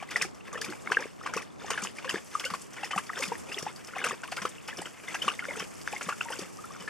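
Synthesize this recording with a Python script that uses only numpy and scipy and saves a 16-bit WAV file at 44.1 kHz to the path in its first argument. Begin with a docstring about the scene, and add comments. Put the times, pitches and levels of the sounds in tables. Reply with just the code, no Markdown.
"""Quick wet laps come first: a dog drinks from a plastic bowl in a straw-bedded shed, close to two microphones.
Ringing air pockets make the plops and glugs; shaped noise bursts make the splashes and lip smacks.
A slosh of tiny bubbles and spray swells with every lap, and low pitched pushes mark the mouthfuls.
Behind it, filtered noise gives the rustle of straw under treading puppies and the soft shed air.
"""
import sys
import numpy as np
from scipy import signal
from scipy.fft import rfft, irfft, next_fast_len
from scipy.io import wavfile
from scipy.ndimage import uniform_filter1d

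SR = 44100
rng = np.random.default_rng(int(sys.argv[2]) if len(sys.argv) > 2 else 0)


def digitize_waveform(pressure):
    """Quantize a signal to 16-bit integers and store it at the path in sys.argv[1].

    Rows of a 2-D input are taken as channels; values are limited to [-1, 1].
    """
    field = np.atleast_2d(pressure).T
    bounded = np.clip(field, -1, 1)
    quanta = np.round(bounded * 32767).astype(np.int16)
    wavfile.write(sys.argv[1], SR, quanta)


N = 303849


def gain_of(db):
    """Turns dB into an amplitude factor."""
    return 10 ** (np.asarray(db) / 20)


def evened(x):
    """Scales a signal to an RMS of 1."""
    return x / np.sqrt(np.mean(x ** 2) + 1e-20)


def read(points, hz):
    """Reads a (Hz, value) curve on a logarithmic frequency axis."""
    f, value = np.transpose(points)
    return np.interp(np.log(hz + 1), np.log(f + 1), value)


def add(mix, s, sound):
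    """Lays a sound into the mix at s seconds, cut off at the end."""
    part = mix[round(s * SR):][:len(sound)]
    part += sound[:len(part)]


def coloured(x, gain):
    """Multiplies the spectrum by gain(Hz)."""
    size = next_fast_len(N + 4096)
    hz = np.fft.rfftfreq(size, 1 / SR)
    return irfft(rfft(x, size) * gain(hz), size)[..., :N]


def burst(ring_s, round_by):
    """Time axis and an envelope of peak 1: it swells for round_by ring times, then dies away."""
    ring_s = np.clip(ring_s, .0002, .012)
    t = np.arange(round(12 * ring_s * SR)) / SR
    shape = (t / ring_s + 1e-9) ** round_by * np.exp(-t / ring_s)
    return t, shape / shape.max()


def pocket(hz, ring_s, round_by, glide, wobble):
    """An air pocket rings as a sine whose pitch glides as it nears the surface and shakes with its wall."""
    t, shape = burst(ring_s, round_by)
    shake = evened(uniform_filter1d(rng.standard_normal(6400), size=60))[:len(t)]
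    pitch = hz * (1 + glide * (t / ring_s - 1) + wobble * shake)
    phase = 2 * np.pi * np.cumsum(pitch) / SR
    return shape * np.sin(phase + 2 * np.pi * rng.random())


def puff(ring_s, round_by, ragged_db):
    """Noise under the pocket's kind of envelope, broken into lumps as drops land one after another."""
    shape = burst(ring_s, round_by)[1]
    noise, lumps = rng.standard_normal((2, 6400))
    lumps = gain_of(ragged_db * evened(uniform_filter1d(lumps, size=50)))
    ragged = noise * lumps / np.sqrt(np.mean(lumps ** 2))
    return shape * ragged[:len(shape)]


def grains(low_hz, high_hz, cycles, per_s, spread_db, count):
    """Random tiny pockets: each pitch rings on a differently shifted copy of one sparse, uneven train."""
    out = np.zeros(N)
    chance = rng.random(N)
    size = gain_of(spread_db * np.minimum(rng.exponential(1, N), 5))
    train = size * (chance < per_s / count / SR)
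    for hz in np.geomspace(low_hz, high_hz, count):
        shifted = np.roll(train, rng.integers(N))
        ring = pocket(hz, cycles / hz, round_by=0.98, glide=0.0059, wobble=0.021)
        out += signal.oaconvolve(shifted, ring)[:N] * np.sqrt(hz)
    return out


# Air pockets trapped by the tongue, heard as plops and glugs.
# Each row: start in seconds, level in dB, pitch in Hz, ring time in seconds.
POCKETS = [(.0254, -31, 793, .0021), (.1589, -15, 1956, 0.0015), (0.214, -19.5, 2560, 0.00078),
           (0.225, -20.5, 2000, 0.001), (0.249, -40.5, 354, 0.0052), (0.407, -43.5, 2600, 0.0019),
           (0.528, -36.5, 1157, 0.0047), (.5467, -30, 1170, 0.00063), (0.5566, -38, 480, 0.0037),
           (0.5537, -33.5, 1740, 0.0048), (.6161, -30.5, 1720, .003), (0.644, -30, 2470, 0.0015),
           (0.688, -36.5, 340, 0.0049), (0.703, -39, 324, .0048), (.7246, -30, 1450, .0009),
           (0.8728, -31, 2190, 0.0025), (0.874, -23.5, 1340, 0.00064), (0.9013, -28.5, 1110, .0016),
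           (.91, -32, 394, 0.0028), (0.9192, -13.5, 1580, .00075), (0.9472, -23.5, 2820, 0.00061),
           (.9693, -13, 1610, 0.0022), (0.9694, -31, 453, 0.0026), (.996, -39, 490, .0035),
           (1.025, -27, 1750, 0.00098), (1.056, -31.5, 426, 0.0014), (1.212, -37, 1220, 0.0024),
           (1.2607, -27, 1090, 0.0019), (1.2743, -27, 1580, .00081), (1.337, -22.5, 1380, 0.00082),
           (1.364, -27, 436, 0.0021), (1.372, -26, 1120, .002), (1.3758, -30.5, 2550, 0.0021),
           (1.644, -34.5, 810, 0.0029), (1.7034, -22, 1000, 0.00089), (1.7127, -30.5, 476, 0.0024),
           (1.7765, -24, 1610, 0.0023), (1.8242, -31.5, 1230, .0015), (1.8498, -28, 1170, 0.00098),
           (1.872, -23.5, 2800, 0.00046), (1.985, -30, 2340, 0.0012), (2.045, -32, 1060, .0016),
           (2.0522, -37, 510, .008), (2.077, -32, 1700, 0.0019), (2.0936, -21.5, 2890, 0.0011),
           (2.0989, -26, 1770, .0011), (2.109, -27, 2760, .0015), (2.1421, -24, 372, 0.0019),
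           (2.1659, -30.5, 390, 0.0012), (2.3518, -19, 1155, 0.0026), (2.3984, -22, 3240, 0.00043),
           (2.4416, -27, 2140, 0.0022), (2.4485, -31, 2750, 0.0072), (2.4527, -35, 532, 0.0041),
           (2.4598, -32.5, 1480, 0.006), (2.501, -31.5, 1176, 0.0028), (2.5381, -22.5, 1090, 0.0019),
           (2.7835, -33, 2200, 0.001), (2.8335, -30, 2720, 0.0021), (2.8336, -27, 830, .0023),
           (2.8434, -29.5, 2050, 0.0015), (2.9076, -31, 2000, 0.0017), (2.918, -38, 3047, 0.0078),
           (2.9323, -27, 1150, 0.004), (2.961, -26.5, 795, 0.003), (2.9772, -25.5, 2590, 0.0013),
           (2.9775, -21.5, 1190, 0.0034), (3.0944, -28.5, 1870, 0.0014), (3.099, -26.7, 1222, 0.0024),
           (3.1333, -30.5, 1940, .0013), (3.1698, -31, 1490, 0.0025), (3.1975, -33, 504, 0.005),
           (3.2239, -24, 2100, 0.0023), (3.3163, -32, 452, .0051), (3.3192, -24, 910, 0.0027),
           (3.515, -36, 2660, 0.006), (3.544, -24.5, 3360, .0013), (3.5746, -30, 2620, 0.00085),
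           (3.629, -32, 423, 0.00099), (3.665, -26, 857, 0.003), (3.9353, -35, 1450, 0.0018),
           (3.965, -29.5, 740, .0025), (3.983, -29, 2040, 0.0014), (4.0156, -28, 1570, 0.0016),
           (4.041, -21.5, 2740, 0.00082), (4.043, -20.5, 1510, 0.00074), (4.066, -23, 1260, .002),
           (4.0969, -32, 2390, 0.0015), (4.1088, -25, 1170, 0.0016), (4.129, -34.5, 477, 0.0026),
           (4.234, -32.5, 1490, 0.0021), (4.277, -40, 2780, .0015), (4.284, -37.5, 1190, 0.0022),
           (4.3198, -35.5, 707, 0.0038), (4.37, -24, 3000, 0.00028), (4.376, -31, 1445, 0.0055),
           (4.4509, -27.5, 457, 0.0017), (4.4529, -19.5, 1185, 0.0016), (4.582, -40, 2720, 0.0014),
           (4.6885, -35.5, 2720, 0.0016), (4.7283, -35, 1670, 0.0022), (4.7932, -32, 367, 0.0013),
           (4.8186, -30.5, 775, 0.0013), (4.859, -37, 1390, 0.00098), (4.8706, -36, 1510, 0.0013),
           (5.0805, -32, 1950, 0.0043), (5.143, -30, 2680, 0.0031), (5.1476, -33.5, 810, 0.0024),
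           (5.1544, -34.5, 1660, 0.0044), (5.218, -24.5, 3110, 0.0042), (5.278, -32, 433, 0.0013),
           (5.2796, -16, 1140, 0.0024), (5.2857, -18.5, 2720, 0.0014), (5.3007, -27, 2800, .0011),
           (5.392, -23.5, 1990, 0.0014), (5.423, -33.5, 1416, 0.0037), (5.4533, -25.5, 1440, 0.00061),
           (5.485, -35, 2150, 0.0049), (5.242, -36, 495, 0.0019), (5.2476, -35, 1380, .0018),
           (5.4845, -32, 555, .0036), (5.557, -34, 1390, .0013), (5.605, -32, 2980, 0.0012),
           (5.6246, -35, 430, 0.0017), (5.8761, -18.5, 1560, 0.00064), (5.9334, -29, 836, 0.0033),
           (5.9625, -29, 2050, 0.0023), (6.0104, -26.5, 1360, 0.0011), (6.085, -33.5, 503, .0023),
           (6.0887, -23.5, 1173, 0.0025), (6.1064, -31, 1140, 0.0029), (6.1248, -27, 1350, 0.0019),
           (6.2083, -23, 2720, 0.0021), (6.211, -22.5, 1340, 0.0012), (6.2545, -37, 917, 0.008),
           (6.286, -29, 1830, 0.00076), (6.303, -34.5, 508, .0034), (6.303, -32.5, 893, .0033),
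           (6.332, -31.5, 1460, 0.0028), (6.391, -30.5, 368, 0.002), (6.586, -40, 1226, 0.0056),
           (6.6408, -36.5, 1294, 0.0041), (6.705, -39, 1156, .004), (6.762, -36.5, 1240, .001),
           (6.808, -44, 2970, .003), (6.876, -29, 1690, .0036)]


def plops():
    """Each trapped pocket rings on its own, most of them climbing in pitch by a different amount."""
    out = np.zeros(N)
    glides = rng.uniform(-.01, .045, len(POCKETS))
    for (s, db, hz, ring_s), glide in zip(POCKETS, glides):
        add(out, s, gain_of(db) * pocket(hz, ring_s, round_by=.9, glide=glide, wobble=.04))
    return out


# Water slapped aside by the tongue. Each row: start in seconds, level in dB before colouring.
SPLASHES = [(.024, -30.5), (.111, -24), (.159, -20.5), (.212, -20.5), (0.616, -34), (0.645, -35),
            (0.918, -15.5), (.969, -40), (1.021, -33), (1.261, -21.5), (1.339, -25.5), (1.375, -25),
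            (1.704, -17), (1.776, -23.5), (1.85, -27), (1.986, -31), (2.045, -26), (2.091, -23.5),
            (2.14, -26), (2.353, -35), (2.399, -27), (2.436, -27.5), (2.501, -25.5), (2.539, -27),
            (2.737, -39), (2.765, -29), (2.83, -25.5), (2.909, -19.5), (2.977, -19), (3.096, -41),
            (3.172, -26), (3.225, -23.5), (3.32, -35), (3.516, -28.5), (3.666, -31), (3.881, -33),
            (3.965, -33), (4.041, -16), (4.109, -32), (4.234, -26.5), (4.319, -22.5), (4.367, -23.5),
            (4.416, -22.5), (4.452, -24), (4.684, -24), (4.817, -50), (5.034, -33.5), (5.081, -33),
            (5.142, -21), (5.222, -24.5), (5.279, -18), (5.393, -27), (5.596, -23), (5.877, -29),
            (5.934, -32), (6.011, -23), (6.088, -19.5), (6.123, -33), (6.208, -27.5), (6.287, -33),
            (6.877, -28)]
# Colour of the splash noise. Each row: frequency in Hz, relative level in dB.
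SPLASH_COLOUR = [(120, -32), (300, -5.5), (800, 1), (1500, 5), (3000, 0.5), (5000, -10.5), (9000, -17),
                 (15000, -45)]
SPLASH_RING_S = 0.006


def splashes():
    """Slapped water bursts into many drops: short coloured puffs of noise."""
    out = np.zeros(N)
    for s, db in SPLASHES:
        add(out, s, gain_of(db) * puff(SPLASH_RING_S, round_by=0.71, ragged_db=0.5))
    return coloured(out, lambda hz: gain_of(-7 + read(SPLASH_COLOUR, hz)))


# Bubbles per splash, their top level against the splash row, the range below it, and their latest start.
FREED, FREED_DB, FREED_SCATTER_DB, FREED_WITHIN_S = 8, -15, 10, .032
FREED_LOW_HZ, FREED_HIGH_HZ = 950, 3500


def freed():
    """Every splash sets free a few bubbles of random size that ring on just after it."""
    out = np.zeros(N)
    for (s, db), draws in zip(SPLASHES, rng.random((len(SPLASHES), FREED, 4))):
        for late, weak, small, long in draws:
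            hz = FREED_LOW_HZ * (FREED_HIGH_HZ / FREED_LOW_HZ) ** small
            ring = pocket(hz, (2 + 5 * long) / hz, round_by=.9, glide=.03 * long, wobble=.04)
            level_db = db + FREED_DB - FREED_SCATTER_DB * weak
            add(out, s + FREED_WITHIN_S * late ** 2, gain_of(level_db) * ring)  # most come early
    return out


# Wet films tearing at lips and tongue.
# Each row: start in seconds, level in dB that the smack's layers are set against, colour in Hz.
SMACKS = [(0.1064, -31.5, 4630), (0.165, -26, 5110), (0.2186, -18.5, 5320), (.3461, -43, 5670),
          (0.529, -32, 6600), (0.613, -23, 4670), (.646, -27.5, 4900), (0.7, -30.5, 4320),
          (0.914, -33, 5680), (1.0046, -34.5, 5820), (1.2283, -41, 5170), (1.3368, -31, 5950),
          (1.366, -27, 5600), (1.42, -34.5, 5440), (1.703, -23.5, 6650), (1.8204, -30, 7150),
          (1.8355, -23.5, 6550), (2.0944, -22, 4890), (2.351, -34.5, 8100), (2.3963, -25.5, 5230),
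          (2.45, -23.5, 4490), (2.5022, -30, 4940), (2.5363, -28.5, 4590), (2.6157, -33.5, 8000),
          (2.732, -36.5, 5750), (2.8455, -26.5, 5140), (2.9598, -31.5, 6900), (2.9806, -28, 9800),
          (3.066, -36, 4670), (3.183, -30, 5380), (3.204, -28, 6510), (3.2292, -25.5, 4330),
          (3.253, -28, 5240), (3.2784, -30, 5000), (3.5259, -29, 5200), (3.5864, -23, 5670),
          (3.625, -29.5, 5660), (3.7605, -35, 4600), (3.8707, -35.5, 5280), (3.982, -34.5, 6200),
          (4.0407, -24.5, 8520), (4.063, -27.5, 5840), (4.0874, -25.5, 6590), (4.3166, -28, 4610),
          (4.365, -29, 4770), (4.419, -29, 5940), (4.452, -33.5, 5960), (4.491, -34.5, 8040),
          (4.677, -30.5, 5120), (4.771, -29, 5700), (4.8153, -31, 8170), (5.146, -27.5, 6180),
          (5.2223, -29.5, 5400), (5.279, -33, 9100), (5.5603, -32, 8080), (5.5947, -27.5, 5530),
          (5.8134, -36, 5040), (5.873, -35.5, 5860), (6.0278, -29.5, 6830), (6.3022, -33, 9500),
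          (6.3364, -36, 5470), (6.3878, -28, 4720)]
# Brightness of the spray, used at about half depth on the smacks. Each row: frequency in Hz, relative level in dB.
SPRAY = [(2120, 3), (3600, 8), (4040, -7), (5140, -5.5), (9470, -11), (12200, -22), (13500, -49),
         (15600, -63)]


def smacks():
    """A tearing film gives a ragged crack of noise, strongest near its own colour, with a short ring there."""
    out = np.zeros(N)
    for s, db, hz in SMACKS:
        crack = puff(0.0035, round_by=1.02, ragged_db=5.5)
        carrier = np.cos(2 * np.pi * hz * np.arange(len(crack)) / SR)
        near = uniform_filter1d(crack, size=9) * carrier  # shifts dull noise up to the colour
        add(out, s, gain_of(db - 9) * crack + gain_of(db + 1.5) * near)
        add(out, s, gain_of(db - 18) * puff(0.012, round_by=0.57, ragged_db=4))  # longer tail of droplets
        add(out, s, gain_of(db - 4.5) * pocket(hz, 0.0017, round_by=0.43, glide=0.04, wobble=0.026))
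    # The low end rolls off below 3 kHz.
    return coloured(out, lambda hz: gain_of(0.48 * read(SPRAY, hz)) / (1 + (3000 / (hz + 1)) ** 6))


# Dull pushes as the jaws shut on each mouthful. Each row: start in seconds, level in dB, pitch in Hz.
GULPS = [(0.22, -44, 164), (0.681, -39, 186), (1.358, -41.5, 170), (1.827, -40.5, 195), (2.136, -39, 177),
         (2.514, -40, 187), (2.961, -36, 188), (3.279, -39, 195), (3.623, -43, 164), (4.089, -45, 220),
         (4.417, -41, 192), (4.787, -45, 169), (5.257, -39.5, 208), (5.609, -44, 190), (6.066, -39, 192),
         (6.416, -41.5, 170), (6.804, -45.5, 188)]
GULP_RING_S = 0.0088


def gulps():
    """The jaws push the water: a short low ring of very unsteady pitch."""
    out = np.zeros(N)
    for s, db, hz in GULPS:
        add(out, s, gain_of(db) * pocket(hz, GULP_RING_S, round_by=0.56, glide=0.0073, wobble=0.16))
    return out


# Laps of the tongue. 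Each row: start in seconds, length in seconds, bubbling level in dB, spray level in dB,
# bubbling level in dB as the water settles afterwards.
LAPS = [(-.2, 0.18, -42.5, -54, -55), (0.091, 0.14, -44, -48, -59.5), (0.481, .25, -43, -52.5, -67),
        (0.85, 0.18, -44, -52.5, -59), (1.191, 0.22, -45.5, -53, -73), (1.604, .26, -46, -49, -57),
        (1.958, 0.22, -47, -48, -60), (2.31, 0.24, -49, -51, -62), (2.731, 0.26, -46, -57, -52),
        (3.093, 0.22, -46, -51.5, -66), (3.44, .23, -45.5, -51.5, -55.5), (3.93, 0.18, -40.5, -50, -54.5),
        (4.25, 0.22, -52.5, -52.5, -56), (4.632, 0.228, -47, -54, -56), (5.086, 0.23, -47, -47, -54),
        (5.39, 0.23, -46, -51, -57), (5.882, 0.22, -45.5, -47.5, -57.5), (6.212, 0.22, -46.5, -51.5, -59),
        (6.59, 0.59, -48.5, -51.5, -57)]


def lapping_db(peak_db, rise_s, climb_db, fall_db_s, rest_db):
    """Level in dB: each lap rises from rest, climbs to its peak as the mouth fills, then falls back to rest."""
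    t = np.arange(0, N + 64, 64) / SR
    ends = np.array([start + length for start, length, *_ in LAPS])
    level_db = np.interp(t, ends, rest_db * np.ones(len(LAPS)))
    for (start, *_), end, db in zip(LAPS, ends, peak_db):
        times = [start - rise_s, start, end, end + 1]
        lap_db = np.interp(t, times, [-70, db - climb_db, db, db - fall_db_s])
        level_db = np.maximum(level_db, lap_db)
    return np.interp(np.arange(N) / SR, t, level_db)


# Colour of the bubbling water. Each row: frequency in Hz, relative level in dB.
BUBBLES = [(150, -14.5), (300, -11), (500, -8), (650, -13.5), (1200, -6), (1700, -4), (2500, -4),
           (3300, -7.5), (4400, -18.5), (5500, -32)]
BUBBLE_RISE_S, BUBBLE_CLIMB_DB, BUBBLE_FALL_DB_S = 0.028, 6, 235
SPRAY_RISE_S, SPRAY_CLIMB_DB, SPRAY_FALL_DB_S, SPRAY_REST_DB = 0.033, 4.5, 166, -67.5
PLIPS_DB, PLIPS_PER_S = 1, 220  # small stray pockets, level over the bubbles
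CLUMP_DB, CLUMP_HZ = 3.5, 22  # depth and speed of the clumping of bubbles and spray


def slosh():
    """Calm water mostly hisses; harder stirring brings out separate bubbles, and spray has its own level."""
    bubbling_db, spray_db, settled_db = np.transpose(LAPS)[2:]
    stir_db = lapping_db(bubbling_db, BUBBLE_RISE_S, BUBBLE_CLIMB_DB, BUBBLE_FALL_DB_S, settled_db)
    bubbly = np.clip((stir_db + 58) / 10, .15, .9)  # bubbles' share of the power

    def bubble_gain(hz):
        """Colour shared by bubbles, plips and hiss."""
        return gain_of(read(BUBBLES, hz))

    bubbles = evened(grains(150, 4400, cycles=5.0, per_s=1800, spread_db=3.1, count=44))
    bubbles = evened(coloured(bubbles, bubble_gain))
    plips = grains(401.5, 3630, cycles=2.25, per_s=PLIPS_PER_S, spread_db=3.5, count=24)
    plips = evened(coloured(plips, bubble_gain))
    hiss = evened(coloured(rng.standard_normal(N), bubble_gain))
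    water = np.sqrt(bubbly) * (bubbles + gain_of(PLIPS_DB) * plips) + np.sqrt(1 - bubbly) * hiss

    spray = grains(3623, 15030, cycles=2.8, per_s=2600, spread_db=4.0, count=16)
    # Small drops are many, so the treble is lifted.
    spray = evened(coloured(spray, lambda hz: gain_of(read(SPRAY, hz)) * np.sqrt(hz)))
    spray_db = lapping_db(spray_db, SPRAY_RISE_S, SPRAY_CLIMB_DB, SPRAY_FALL_DB_S, SPRAY_REST_DB)

    slow_noise = coloured(rng.standard_normal(N), lambda hz: 1 / (1 + (hz / CLUMP_HZ) ** 2))
    clumps = evened(gain_of(CLUMP_DB * evened(slow_noise)))
    return clumps * (gain_of(stir_db) * water + gain_of(spray_db) * spray)


# Colour of the returned sound. Each row: frequency in Hz, level in dB.
SHED = [(150, -23), (600, -19), (2000, -15), (5000, -5.5), (12000, -7.5)]


def shed(x):
    """Bowl wall and shed send back sparse taps, other ones to each microphone, soaked up fast by straw."""
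    t = np.arange(6000) / SR
    signs = rng.choice([-1., 1.], (2, 6000))
    taps = signs * (rng.random((2, 6000)) < .05) * (t > .003)
    # Two decays: 60 dB in 0.15 s, and a weaker one of 60 dB in 0.2 s.
    tail = taps * (gain_of(-60 * t / 0.15) + gain_of(-24 - 60 * t / 0.2))
    back = signal.fftconvolve(x[None], tail / np.linalg.norm(tail[0]), axes=1)[:, :N]
    return coloured(back, lambda hz: gain_of(read(SHED, hz)))


# Puppies treading the straw. Each row: time in seconds, rustle level in dB, joined by straight lines.
TREAD = [(0.0, -65), (0.57, -67.5), (0.73, -57.5), (1.61, -73), (1.8, -65), (2.57, -52), (2.7, -59),
         (3.09, -55), (4.62, -58.5), (6.24, -51), (6.64, -56), (6.89, -61.5)]
# Colour of the dry rustle. Each row: frequency in Hz, relative level in dB.
STRAW = [(2500, 2), (4000, -4), (5500, 0.5), (8000, 1), (11000, -8), (13500, -12), (15500, -56)]
SNAPS_DB = -5  # single stalks snapping, level against the shared rustle noise


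def straw():
    """Fine dry rustle from all round, partly unlike at the two microphones, flickering as stalks slip."""
    s, db = np.transpose(TREAD)
    common, left, right, slips = rng.standard_normal((4, N))
    snaps = gain_of(SNAPS_DB) * evened(grains(3000, 14000, cycles=.6, per_s=250, spread_db=4, count=6))
    both = 1.27 * (common + snaps) + np.array([left, right])
    rustle = evened(coloured(both, lambda hz: gain_of(read(STRAW, hz))))
    flicker_db = 2.5 * evened(coloured(slips, lambda hz: 1 / (1 + (hz / 25) ** 2)))
    return gain_of(np.interp(np.arange(N) / SR, s, db) + flicker_db) * rustle


# Colour of the shed air shared by both microphones. Each row: frequency in Hz, relative level in dB.
AIR = [(15, -50), (25, -4.5), (160, 7.5), (972, 1.5), (1170, 5), (1810, -14), (2700, -43), (3940, -6),
       (4890, -18), (7520, -18.5), (12200, -35), (15600, -58)]
# Air of opposite sign at the microphones. 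Each row: frequency in Hz, level in dB over the shared part.
AIR_SIDE = [(60, 15.5), (110, 11), (200, 12), (380, 10), (700, 4.5), (1290, -3.5), (2380, 24), (4400, -59),
            (8120, -23), (15000, 21)]
AIR_DB = -56  # RMS level of the shared part before its slow swell


def air():
    """Soft air noise that swells slowly; its bass is mostly opposed at the two microphones."""
    common, opposed, drift = rng.standard_normal((3, N))
    common = coloured(common, lambda hz: gain_of(read(AIR, hz)))
    opposed = coloured(opposed, lambda hz: gain_of(read(AIR, hz) + read(AIR_SIDE, hz)))
    swell = gain_of(1.6 * evened(coloured(drift, lambda hz: hz < 3)))
    return gain_of(AIR_DB) / common.std() * swell * np.array([common + opposed, common - opposed])


# The bowl stands left. Each row: frequency in Hz, left over right in dB.
LEAN = [(200, 3.5), (1500, 2), (6000, 2), (14000, 2.5)]
LEAD_S = .00002  # direct sound reaches the left microphone first


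def scene():
    """Places the direct water sound a little left, then adds its echoes, the straw and the air."""
    water = plops() + splashes() + freed() + gulps() + smacks() + slosh()
    sides = np.array([[.5], [-.5]])  # half the lean and lead to each side

    def placing(hz):
        """Level and time offset of each microphone."""
        return gain_of(sides * read(LEAN, hz)) * np.exp(2j * np.pi * sides * hz * LEAD_S)

    return coloured(water, placing) + shed(water) + straw() + air()


# Dip from the housing round the microphones. Each row: frequency in Hz, gain in dB.
PORT = [(3000, 1), (3600, -5), (4000, -6.5), (4400, -0.5), (5000, 2.5)]
EDGE_HZ = 15700  # top of the band


def record(dry):
    """The housing dips the presence range and the microphones lose deep bass; then the band limit."""
    thin = coloured(dry, lambda hz: gain_of(read(PORT, hz)) * hz ** 2 / (hz ** 2 + 50 ** 2))
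    low_pass = signal.firwin(511, EDGE_HZ, window=("kaiser", 9), fs=SR)
    return signal.oaconvolve(thin, low_pass[None], "same")


dry = scene()
out = record(dry)
digitize_waveform(out)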